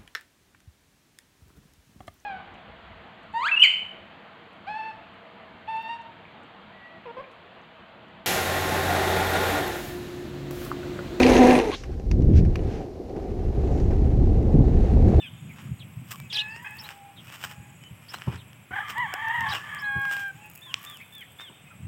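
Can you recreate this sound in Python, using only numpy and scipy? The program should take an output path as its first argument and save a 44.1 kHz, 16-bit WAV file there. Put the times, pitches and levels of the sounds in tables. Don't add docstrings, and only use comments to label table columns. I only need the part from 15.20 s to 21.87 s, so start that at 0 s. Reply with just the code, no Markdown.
import sys
import numpy as np
from scipy import signal
from scipy.fft import rfft, irfft
from scipy.io import wavfile
from scipy.ndimage import uniform_filter1d

SR = 44100
rng = np.random.default_rng(int(sys.argv[2]) if len(sys.argv) > 2 else 0)


def waveform_to_disk(signal):
    frames = np.transpose(np.atleast_2d(signal))
    scaled = np.clip(frames, -1, 1) * 32767
    samples = np.round(scaled).astype(np.int16)
    wavfile.write(sys.argv[1], SR, samples)


N = 294147
T = np.arange(N) / SR

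# f/Hz, gain/dB
RASP_TONE = [(400, -28.5), (750, -10.5), (1000, -1.5), (1450, -9), (1750, 6), (2200, -2.5), (2700, -18.5),
             (3200, -0.5), (3550, -21), (4100, -33.5), (8000, -33.5)]
def crow(syllables, throat, jitter, shimmer, doubling, tremor, throb, flutter_hz, rasp_db):
    voice, air = np.zeros(N), np.zeros(N)
    for start, hz, db, lift_db, rough in syllables:
        size, lift = len(hz), undb(lift_db)
        gain = edges(size, edge_s=0.012) * undb(db) / np.hypot(1, lift)
        shake = np.sin(phase_of(38 * (1 + 0.21 * wander(19, size))))
        wobble = jitter * wander(flutter_hz, size) + tremor * shake
        phase = phase_of(hz * (1 + rough * wobble))
        overtones = sum(np.sin(k * phase) for k in range(2, 8))
        buzz = np.sqrt(2) * (np.sin(phase) + lift * overtones)
        alternation = doubling * rough ** 2 * wander(116, size) * np.sin(phase / 2)
        swell = 1 + rough * (shimmer * wander(flutter_hz, size) + throb * shake) + alternation
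        add(voice, start, gain * swell * buzz)
        puffs = rng.standard_normal(size) * (1 + 0.7 * np.cos(phase))
        add(air, start, gain * lift * undb(rasp_db) * rough ** 1.56 * puffs)
    return colour(voice, throat) + colour(air, RASP_TONE)


# start t/s, crest t/s, end t/s, start f/Hz, crest f/Hz, end f/Hz, level/dB,
# overtone lift from the open beak/dB, roughness/0-1
NEAR_SYLLABLES = [(3.505, 3.58, 3.64, 690, 832.6, 814, -32, 5, 0.7),
                  (3.75, 3.806, 3.876, 810, 1000, 770, -25, 1, .22),
                  (4.35, 4.58, 4.63, 862, 861, 800, -40, 28, 0.44)]
# t/s, f/Hz, level/dB
STRAINED_CURVE = [(3.92, 707, -41), (3.95, 746, -39), (3.976, 876.1, -38), (4.086, 897, -27.5),
                  (4.136, 946, -27.5), (4.174, 952.9, -27), (4.272, 861, -29.5), (4.304, 864, -35),
                  (4.34, 799.1, -29)]
HELD_CURVE = [(4.62, 841.3, -32.5), (4.692, 820, -27.5), (4.822, 817, -29), (5.066, 799, -33),
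              (5.115, 769.6, -39.5)]
# f/Hz, gain/dB
THROAT_TONE = [(300, -15), (600, -40), (720, 2), (1200, -3), (1400, 2.5), (1620, 0.5), (1980, -0.5),
               (2200, -9.5), (2450, -21.5), (2900, -17.5), (3350, -23.5), (3800, -36), (5000, -56),
               (8000, -70)]
def near_rooster():
    syllables = syllables_of(NEAR_SYLLABLES, bend=1.796, sag_db=14)
    syllables.append(long_syllable(STRAINED_CURVE, lift_db=2.5, rough=0.43))
    syllables.append(long_syllable(HELD_CURVE, lift_db=17, rough=0.06))
    voice = crow(syllables, THROAT_TONE, jitter=0.059, shimmer=0.29, doubling=0.41,
                 tremor=0.04, throb=0.76, flutter_hz=400, rasp_db=10)
    return outdoors(voice, wet_db=-15, t60=0.25)


SECOND_SYLLABLES = [(3.53, 3.6, 3.9, 1160, 1195, 1085, -38, 3, 0.38),
                    (3.85, 3.89, 4.21, 1100, 1133, 1290, -35.5, 6.5, 0.32),
                    (4.2, 4.3, 4.33, 1020, 1141, 1181, -32, -3, 0.33),
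                    (4.43, 4.54, 4.64, 1185, 1189, 1118, -38, 2, 0.39),
                    (4.63, 4.83, 4.9, 1085, 1100, 1050, -37.5, 4.5, 0.082)]
def second_rooster():
    syllables = syllables_of(SECOND_SYLLABLES, bend=1.43, sag_db=7)
    voice = crow(syllables, THROAT_TONE, jitter=0.058, shimmer=1.0, doubling=0.28,
                 tremor=0.012, throb=0.25, flutter_hz=230, rasp_db=21)
    return outdoors(voice, wet_db=-4.5, t60=0.43)


FAR_SYLLABLES = [(1.13, 1.26, 1.453, 839, 857, 1016, -42, 12, .12),
                 (1.44, 1.46, 1.485, 790, 845, 870, -42, 14, .3),
                 (1.47, 1.5, 1.62, 815, 840, 965, -49, 9, .2),
                 (1.6, 1.72, 1.915, 886, 803, 796, -53.5, -20, 0.24),
                 (2.25, 2.36, 2.55, 855, 828, 814, -58, -4, .2),
                 (5.15, 5.22, 5.3, 795, 846, 860, -57.5, -4, 0.28),
                 (5.46, 5.74, 5.75, 1017, 1195, 1241, -54.5, -1, 0.32)]
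# f/Hz, gain/dB
FAR_TONE = [(300, -59), (600, -6), (780, 0.5), (1300, 4.5), (1750, -1.5), (2150, -16.5), (2600, 3),
            (2900, -17), (3400, -79), (5000, -27), (8000, -73)]
def far_roosters():
    syllables = syllables_of(FAR_SYLLABLES, bend=1.4, sag_db=2.5)
    voice = crow(syllables, FAR_TONE, jitter=0.048, shimmer=1.0, doubling=0.83,
                 tremor=0.0073, throb=0.94, flutter_hz=250, rasp_db=27.5)
    return outdoors(voice, wet_db=-9, t60=0.35)


# f/Hz, gain/dB
STALK_TONE = [(180, -42), (300, -9), (527, -9.5), (1090, 0.5), (1360, 1), (1770, 1.5), (2120, -4),
              (2960, 2), (4190, -18), (5290, -9), (6240, -15.5), (8270, -9), (9770, -23.5), (15000, -8.5),
              (15800, -26)]
def stalk_sound(push, bright_push):
    low = signal.sosfilt(signal.butter(2, 5000, fs=SR, output="sos"), push)
    high = signal.sosfilt(signal.butter(2, 5000, "high", fs=SR, output="sos"), bright_push)
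    return colour(low - high, STALK_TONE)


# t/s, landing crunch/dB, brushing/dB, treble/dB, ticking/dB
FOOTSTEPS = [(.4, -70, -49.5, -19, -66), (0.917, -38, -57, 7.5, -58.5), (1.678, -65, -44, -8, -53.5),
             (2.142, -46, -51.5, 0.5, -68), (2.243, -32, -48, -1, -79), (2.941, -37, -49, -2.5, -82),
             (3.13, -45.5, -50.5, -33, -85), (3.701, -31.5, -59, -2.5, -69),
             (4.351, -29.5, -38.5, -13.5, -57), (4.962, -66, -41.5, 1, -55), (5.648, -68, -48.5, -1.5, -54),
             (6.211, -42.5, -72, -6, -53.5)]
def grass():
    swell, bright = np.zeros(N), np.zeros(N)
    tufts = undb(3.3 * wander(28))
    for s, crunch_db, brush_db, treble_db, _ in FOOTSTEPS:
        crunch = undb(crunch_db) * surge(s, rise_s=0.021, fall_s=0.03)
        brush = undb(brush_db) * surge(s, rise_s=0.18, fall_s=0.16) * tufts
        swell += crunch + brush
        bright += (crunch + brush) * undb(treble_db)
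    tap = signal.unit_impulse(2048)
    fibres = unit(crackle(per_s=2600, spread_db=4, cap=4)) / np.linalg.norm(stalk_sound(tap, tap))
    return stalk_sound(fibres * swell, fibres * bright)


# t/s, peak level/dB, treble/dB
LOUD_SNAPS = [(.958, -31.5, 0), (1.001, -28.5, 1), (1.363, -27, -21), (1.69, -23.5, -6), (2.072, -38, 2),
              (2.101, -34, -15), (2.239, -20, -11), (2.248, -25.5, -13), (2.638, -35, -22),
              (2.943, -20.5, -20), (2.986, -31.5, -29), (3.02, -23, -29), (3.331, -36, -8),
              (3.782, -24.5, -2), (3.939, -17.5, -7), (4.084, -28.5, 6), (4.208, -25, 0),
              (4.337, -16.5, -17), (4.548, -27.5, 0), (4.853, -22.5, -5), (4.913, -21.5, 1),
              (4.967, -23.5, -1), (5.65, -27.5, 21), (5.699, -32, 21), (5.772, -30, 16), (6.198, -29, -12)]
def snaps():
    out, t = np.zeros(N), T[:2048]
    for s, db, treble_db in LOUD_SNAPS:
        crack = rng.standard_normal(len(t)) * fade(t, 0.0042)
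        snap = stalk_sound(crack, crack * undb(treble_db))
        add(out, s, undb(db) * snap / np.abs(snap).max())
    return out


def ticking():
    flicks, t = crackle(per_s=160, spread_db=4.5, cap=3.5), T[:SR // 50]
    ticks = signal.fftconvolve(flicks, rng.standard_normal(len(t)) * fade(t, 0.009))[:N]
    ticks = colour(ticks, [(500, -26), (3000, -10), (4200, -22), (6000, -17),
                           (10000, -13), (13000, -2), (15500, 0)])
    swell = sum(undb(db) * surge(s, rise_s=0.76, fall_s=0.33) for s, *_, db in FOOTSTEPS)
    return unit(ticks) * undb(3.6 * wander(9.7)) * swell


# f/Hz, relative level/dB, ring time/s
CLICK_TONES = [(1360, -5.5, 0.0059), (2667, 6.5, 0.0043), (3040, 2.5, 0.0076), (5540, 2, 0.0031),
               (7770, -14, 0.011)]
def click():
    out, t = np.zeros(N), T[:SR // 20]
    ring = sum(undb(db) * np.sin(2 * np.pi * hz * t) * fade(t, t60) for hz, db, t60 in CLICK_TONES)
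    ring *= np.minimum(t / 0.00044, 1)
    add(out, 5.5417, undb(-7.5) * ring / np.abs(ring).max())
    return outdoors(out, wet_db=-18, t60=0.38)


# t/s, thump level/dB, ring time/s, knock against thump/dB
FOOTFALLS = [(0.504, -22.5, 0.089, -48), (0.761, -28.5, 0.053, -40), (2.369, -36, 0.13, -31),
             (2.699, -33, 0.1, -26), (3.069, -17, 0.068, -14), (3.122, -31.5, 0.5, -7.5),
             (3.506, -40.5, 0.14, -0.5), (4.171, -35, 0.27, -32), (4.273, -32, 0.18, -37),
             (4.751, -25, 0.11, -14), (6.294, -52.5, 0.049, 3.5), (6.619, -32, 0.22, -41)]
# f/Hz, relative level/dB, share of the ring time/0-1
BODY_TONES = [(89, 11, 0.56), (118.6, 5.5, 1), (176.3, -1, 0.83)]
def thumps():
    out, t = np.zeros(N), T[:SR // 2]
    knock_tone = [(100, -5.5), (380, -2.5), (650, -19), (1000, -7), (1600, -32), (5000, -50)]
    for s, db, ring_s, knock_db in FOOTFALLS:
        body = sum(undb(tone_db) * np.sin(2 * np.pi * hz * t) * fade(t, ring_s * share)
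                   for hz, tone_db, share in BODY_TONES)
        body *= np.minimum(t / 0.014, 1) ** 2
        knock = unit(colour(rng.standard_normal(len(t)), knock_tone))
        knock *= undb(knock_db) * np.minimum(t / 0.0039, 1) * fade(t, 0.19)
        add(out, s, undb(db) * (body / np.abs(body).max() + knock))
    return out


# start t/s, crest t/s, end t/s, start f/Hz, crest f/Hz, end f/Hz, level/dB
SCOLD_SHAPE = [(-.043, -.025, -.012, 3700, 3200, 2700, -9), (-.018, 0, .011, 2900, 5300, 3700, -5),
               (.008, .017, .035, 3600, 4050, 2650, 1), (.031, .052, .083, 2400, 3020, 2550, -1)]
TSIP_SHAPE = [(-.02, 0, 0.016, 4250, 5390, 5120, 0.81), (0.033, 0.046, 0.068, 3630, 3990, 4300, -3.7)]
RISING_NOTE = (1.168, 1.192, 1.226, 2700, 3560, 4400, -25)
# t/s, level/dB
SCOLD_TIMES = [(1.142, -29), (4.302, -36)]
TSIP_TIMES = [(1.603, -43), (2.903, -46), (4.603, -50.5)]
def near_bird():
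    tone, husk = np.zeros(N), np.zeros(N)
    notes = calls(SCOLD_TIMES, SCOLD_SHAPE, bend=1.5, sag_db=2.5)
    notes += calls(TSIP_TIMES, TSIP_SHAPE, bend=1.33, sag_db=6)
    notes.append(arch(RISING_NOTE, bend=0.99, sag_db=28))
    for start, hz, db in notes:
        gate = edges(len(hz), edge_s=0.005)
        add(tone, start, whistle(gate, hz, db, waver=0.025, overtone_db=-28))
        slide = uniform_filter1d(np.abs(np.gradient(np.log(hz))) * SR, SR // 60)
        huskiness = undb(db - 4) * np.minimum(slide / 60, 1)
        add(husk, start, gate * huskiness * rng.standard_normal(len(db)))
    husk = colour(husk, [(1500, 2), (2600, 17.5), (3300, 25), (4300, 8),
                         (5300, 11.5), (7000, -5), (12000, -4.5), (15000, -27)])
    return outdoors(tone + husk, wet_db=-20, t60=0.17)


# t/s, length/s, start f/Hz, end f/Hz, level/dB
SLIDING_CALLS = [(.01, 0.06, 2894, 2310, -41.5), (0.286, 0.046, 2590, 2056, -48.5),
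                 (0.591, 0.052, 4220, 2190, -48.5), (.924, .041, 1253, 963, -46.5),
                 (1.296, 0.049, 5170, 4500, -59), (1.34, 0.043, 4480, 5370, -58),
                 (1.96, 0.061, 3950, 2690, -49.5), (3.172, 0.063, 4170, 2570, -55),
                 (5.348, 0.064, 2440, 2690, -54.5), (5.795, 0.043, 2160, 2310, -44.5),
                 (6.005, 0.035, 2540, 1770, -43.5), (6.457, 0.042, 2400, 1950, -58),
                 (6.501, 0.033, 1426, 1275, -52.5)]
def sliding_birds():
    out = np.zeros(N)
    for s, length, first_hz, last_hz, db in SLIDING_CALLS:
        progress = np.linspace(0, 1, int(length * SR))
        hz = first_hz + (last_hz - first_hz) * progress
        add(out, s, whistle(np.sin(np.pi * progress), hz, db, waver=0.056, overtone_db=-29))
    return outdoors(out, wet_db=-7.5, t60=0.072)


PEEP_SHAPE = [(0, .028, .11, 3440, 3590, 2850, 0)]
# t/s, level/dB
PEEP_TIMES = [(-.02, -46.5), (5.415, -50), (5.661, -47.5), (5.922, -48), (6.187, -47)]
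def chick():
    out = np.zeros(N)
    for s, hz, db in calls(PEEP_TIMES, PEEP_SHAPE, bend=1.9, sag_db=-1.5):
        gate = edges(len(hz), edge_s=0.0058)
        hz = hz * (1 + 0.008 * wander(40, len(hz)))
        db = db + 2 * wander(60.5, len(hz))
        add(out, s, whistle(gate, hz, db, waver=0.0094, overtone_db=-32))
        add(out, s, whistle(gate, hz / 2, db - 14, waver=0.01, overtone_db=-40))
    return outdoors(out, wet_db=-8.5, t60=0.78)


def distant_birds(count=14, length_s=0.081, middle_hz=2486):
    out, progress = np.zeros(N), np.linspace(0, 1, int(length_s * SR))
    for when, pitch, glide in rng.random((count, 3)):
        hz = middle_hz * 2 ** (0.6 * (pitch - 0.5) + 0.382 * (glide - 0.5) * progress)
        call = whistle(np.sin(np.pi * progress), hz, db=-55, waver=0.017, overtone_db=-29)
        add(out, when * N / SR, call)
    return outdoors(out, wet_db=-3, t60=0.2)


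# t/s, relative level/dB
RUMBLE_LEVELS = [(0, -48), (.8, -44.5), (1.25, -51.5), (1.9, -55.5), (2.28, -51.5), (2.9, -54),
                 (4.25, -53.5), (4.9, -52), (5.2, -53.5), (6.35, -61), (6.67, -44)]
# f/Hz, gain/dB
RUMBLE_TONE = [(25, -8), (45, -47), (70, -13), (100, -1.5), (135, -1), (200, -8), (300, -19.5),
               (600, -46.5), (1500, -65)]
def rumble():
    noise = unit(colour(rng.standard_normal(N), RUMBLE_TONE))
    db = np.interp(T, *np.transpose(RUMBLE_LEVELS)) + 1
    return noise * undb(db + 2.95 * wander(24))


# f/Hz, width/Hz, level/dB, throb rate/Hz, throb depth/0-1
CHORUSES = [(7620, 670, -71.5, 15, 0.76), (8200, 480, -68.5, 5.5, 0.17), (11320, 880, -68.5, 100, 0)]
def insect_choruses():
    out = np.zeros(N)
    for hz, width, db, rate, depth in CHORUSES:
        throb = 1 + depth * np.sin(phase_of(rate * (1 + 0.098 * wander(25))))
        soften = signal.butter(2, width / 2, fs=SR, output="sos")
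        blur = signal.sosfilt(soften, rng.standard_normal(N) + 1j * rng.standard_normal(N))
        hiss = unit(np.real(blur * np.exp(2j * np.pi * hz * T)))
        out += hiss * throb * undb(db + 1.5 * wander(4))
    return out


# start t/s, end t/s
TRILL_SPELLS = [(.14, 0.62), (.9, 1.6), (2.1, 2.7), (3.7, 4.7), (5.102, 5.82), (6.4, 5.9)]
def insect_trill():
    gate = sum(np.clip(np.minimum(T - start, end - T) / 0.02, 0, 1) for start, end in TRILL_SPELLS)
    strokes_per_s = 36 * (1 + 0.023 * wander(3.4))
    stroke = (np.cumsum(strokes_per_s) / SR) % 1
    hz = 7050 - 330 * stroke
    return gate * whistle(np.sin(np.pi * stroke), hz, db=-66.5, waver=0.0152, overtone_db=-40)


# f/Hz, gain/dB
COUNTRY_TONE = [(150, 7.5), (400, 0), (700, 1.5), (1200, 0), (1800, -2), (2500, 4.5), (3400, -5),
                (4200, -18.5), (6000, -17.5), (9800, -24), (13000, -38), (15700, -9)]
def countryside():
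    return unit(colour(rng.standard_normal(N), COUNTRY_TONE)) * undb(-55 + 0.09 * wander(6.7))


def outdoors(x, wet_db, t60):
    t = T[:SR // 2]
    tail = rng.standard_normal(len(t)) * fade(t, t60) * np.minimum(t / 0.025, 1)
    return x + undb(wet_db) * signal.fftconvolve(x, tail / np.linalg.norm(tail))[:N]


def whistle(gate, hz, db, waver, overtone_db):
    phase = phase_of(hz * (1 + waver * wander(895, len(hz))))
    return np.sqrt(2) * gate * undb(db) * (np.sin(phase) + undb(overtone_db) * np.sin(2 * phase))


def crackle(per_s, spread_db, cap):
    sizes = undb(spread_db * np.minimum(rng.exponential(size=N), cap))
    return sizes * rng.choice([-1, 1], N) * (rng.random(N) < per_s / SR)


def arch(note, bend, sag_db):
    start, crest, end, start_hz, crest_hz, end_hz, db = note
    t = np.arange(start, max(end, start + 0.005), 1 / SR)
    slack = np.interp(t, np.sort([start, crest, end]), [1, 0, 1])
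    edge_hz = np.where(t < crest, start_hz, end_hz)
    return start, crest_hz + (edge_hz - crest_hz) * slack ** bend, db - sag_db * slack ** 2


def calls(times, notes, bend, sag_db):
    shapes = [arch(note, bend, sag_db) for note in notes]
    return [(s + start, hz, db + call_db) for s, call_db in times for start, hz, db in shapes]


def syllables_of(rows, bend, sag_db):
    return [(*arch(note, bend, sag_db), lift_db, rough) for *note, lift_db, rough in rows]


def long_syllable(curve, lift_db, rough):
    s, hz, db = np.transpose(curve)
    t = np.arange(s[0], s[-1], 1 / SR)
    return s[0], np.interp(t, s, hz), np.interp(t, s, db), lift_db, rough


def colour(x, points):
    hz, db = np.transpose(points)
    size = 4096
    f = np.maximum(np.fft.rfftfreq(size, 1 / SR), 1)
    gain = undb(np.interp(np.log(f), np.log(hz), db))
    cepstrum = irfft(np.log(gain))
    cepstrum[1:size // 2] *= 2
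    cepstrum[size // 2 + 1:] = 0
    return signal.fftconvolve(x, irfft(np.exp(rfft(cepstrum))))[:len(x)]


def wander(rate, size=N):
    place = np.arange(size) * rate / SR
    count = size // 4 + 2
    return unit(np.interp(place, np.arange(count), rng.standard_normal(count)))


def edges(size, edge_s):
    t = np.arange(size) / SR
    return np.sin(np.pi / 2 * np.clip(np.minimum(t, t[-1] - t) / edge_s, 0, 1))


def surge(s, rise_s, fall_s):
    return undb(-20 * np.minimum(np.maximum((s - T) / rise_s, (T - s) / fall_s), 10))


def fade(t, t60):
    return np.exp(-np.log(1000) * t / t60)


def phase_of(hz):
    return 2 * np.pi * np.cumsum(hz) / SR


def undb(db):
    return 10 ** (np.asarray(db) / 20)


def unit(x):
    return x / np.sqrt(np.mean(x ** 2) + 1e-18)


def add(out, s, x):
    i = int(round(s * SR))
    x, i = x[max(-i, 0):], max(i, 0)
    out[i:i + len(x)] += x[:max(N - i, 0)]


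def scene():
    roosters = near_rooster() + second_rooster() + far_roosters()
    walker = grass() + snaps() + ticking() + click() + thumps()
    birds = near_bird() + sliding_birds() + chick() + distant_birds()
    background = rumble() + insect_choruses() + insect_trill() + countryside()
    return (roosters + walker + birds + background)[None]


def record(dry):
    thinned = signal.sosfilt(signal.butter(5, 68, "high", fs=SR, output="sos"), dry)
    return signal.sosfilt(signal.ellip(10, 0.2, 70, 15950, fs=SR, output="sos"), thinned)


dry = scene()
out = record(dry)
waveform_to_disk(out)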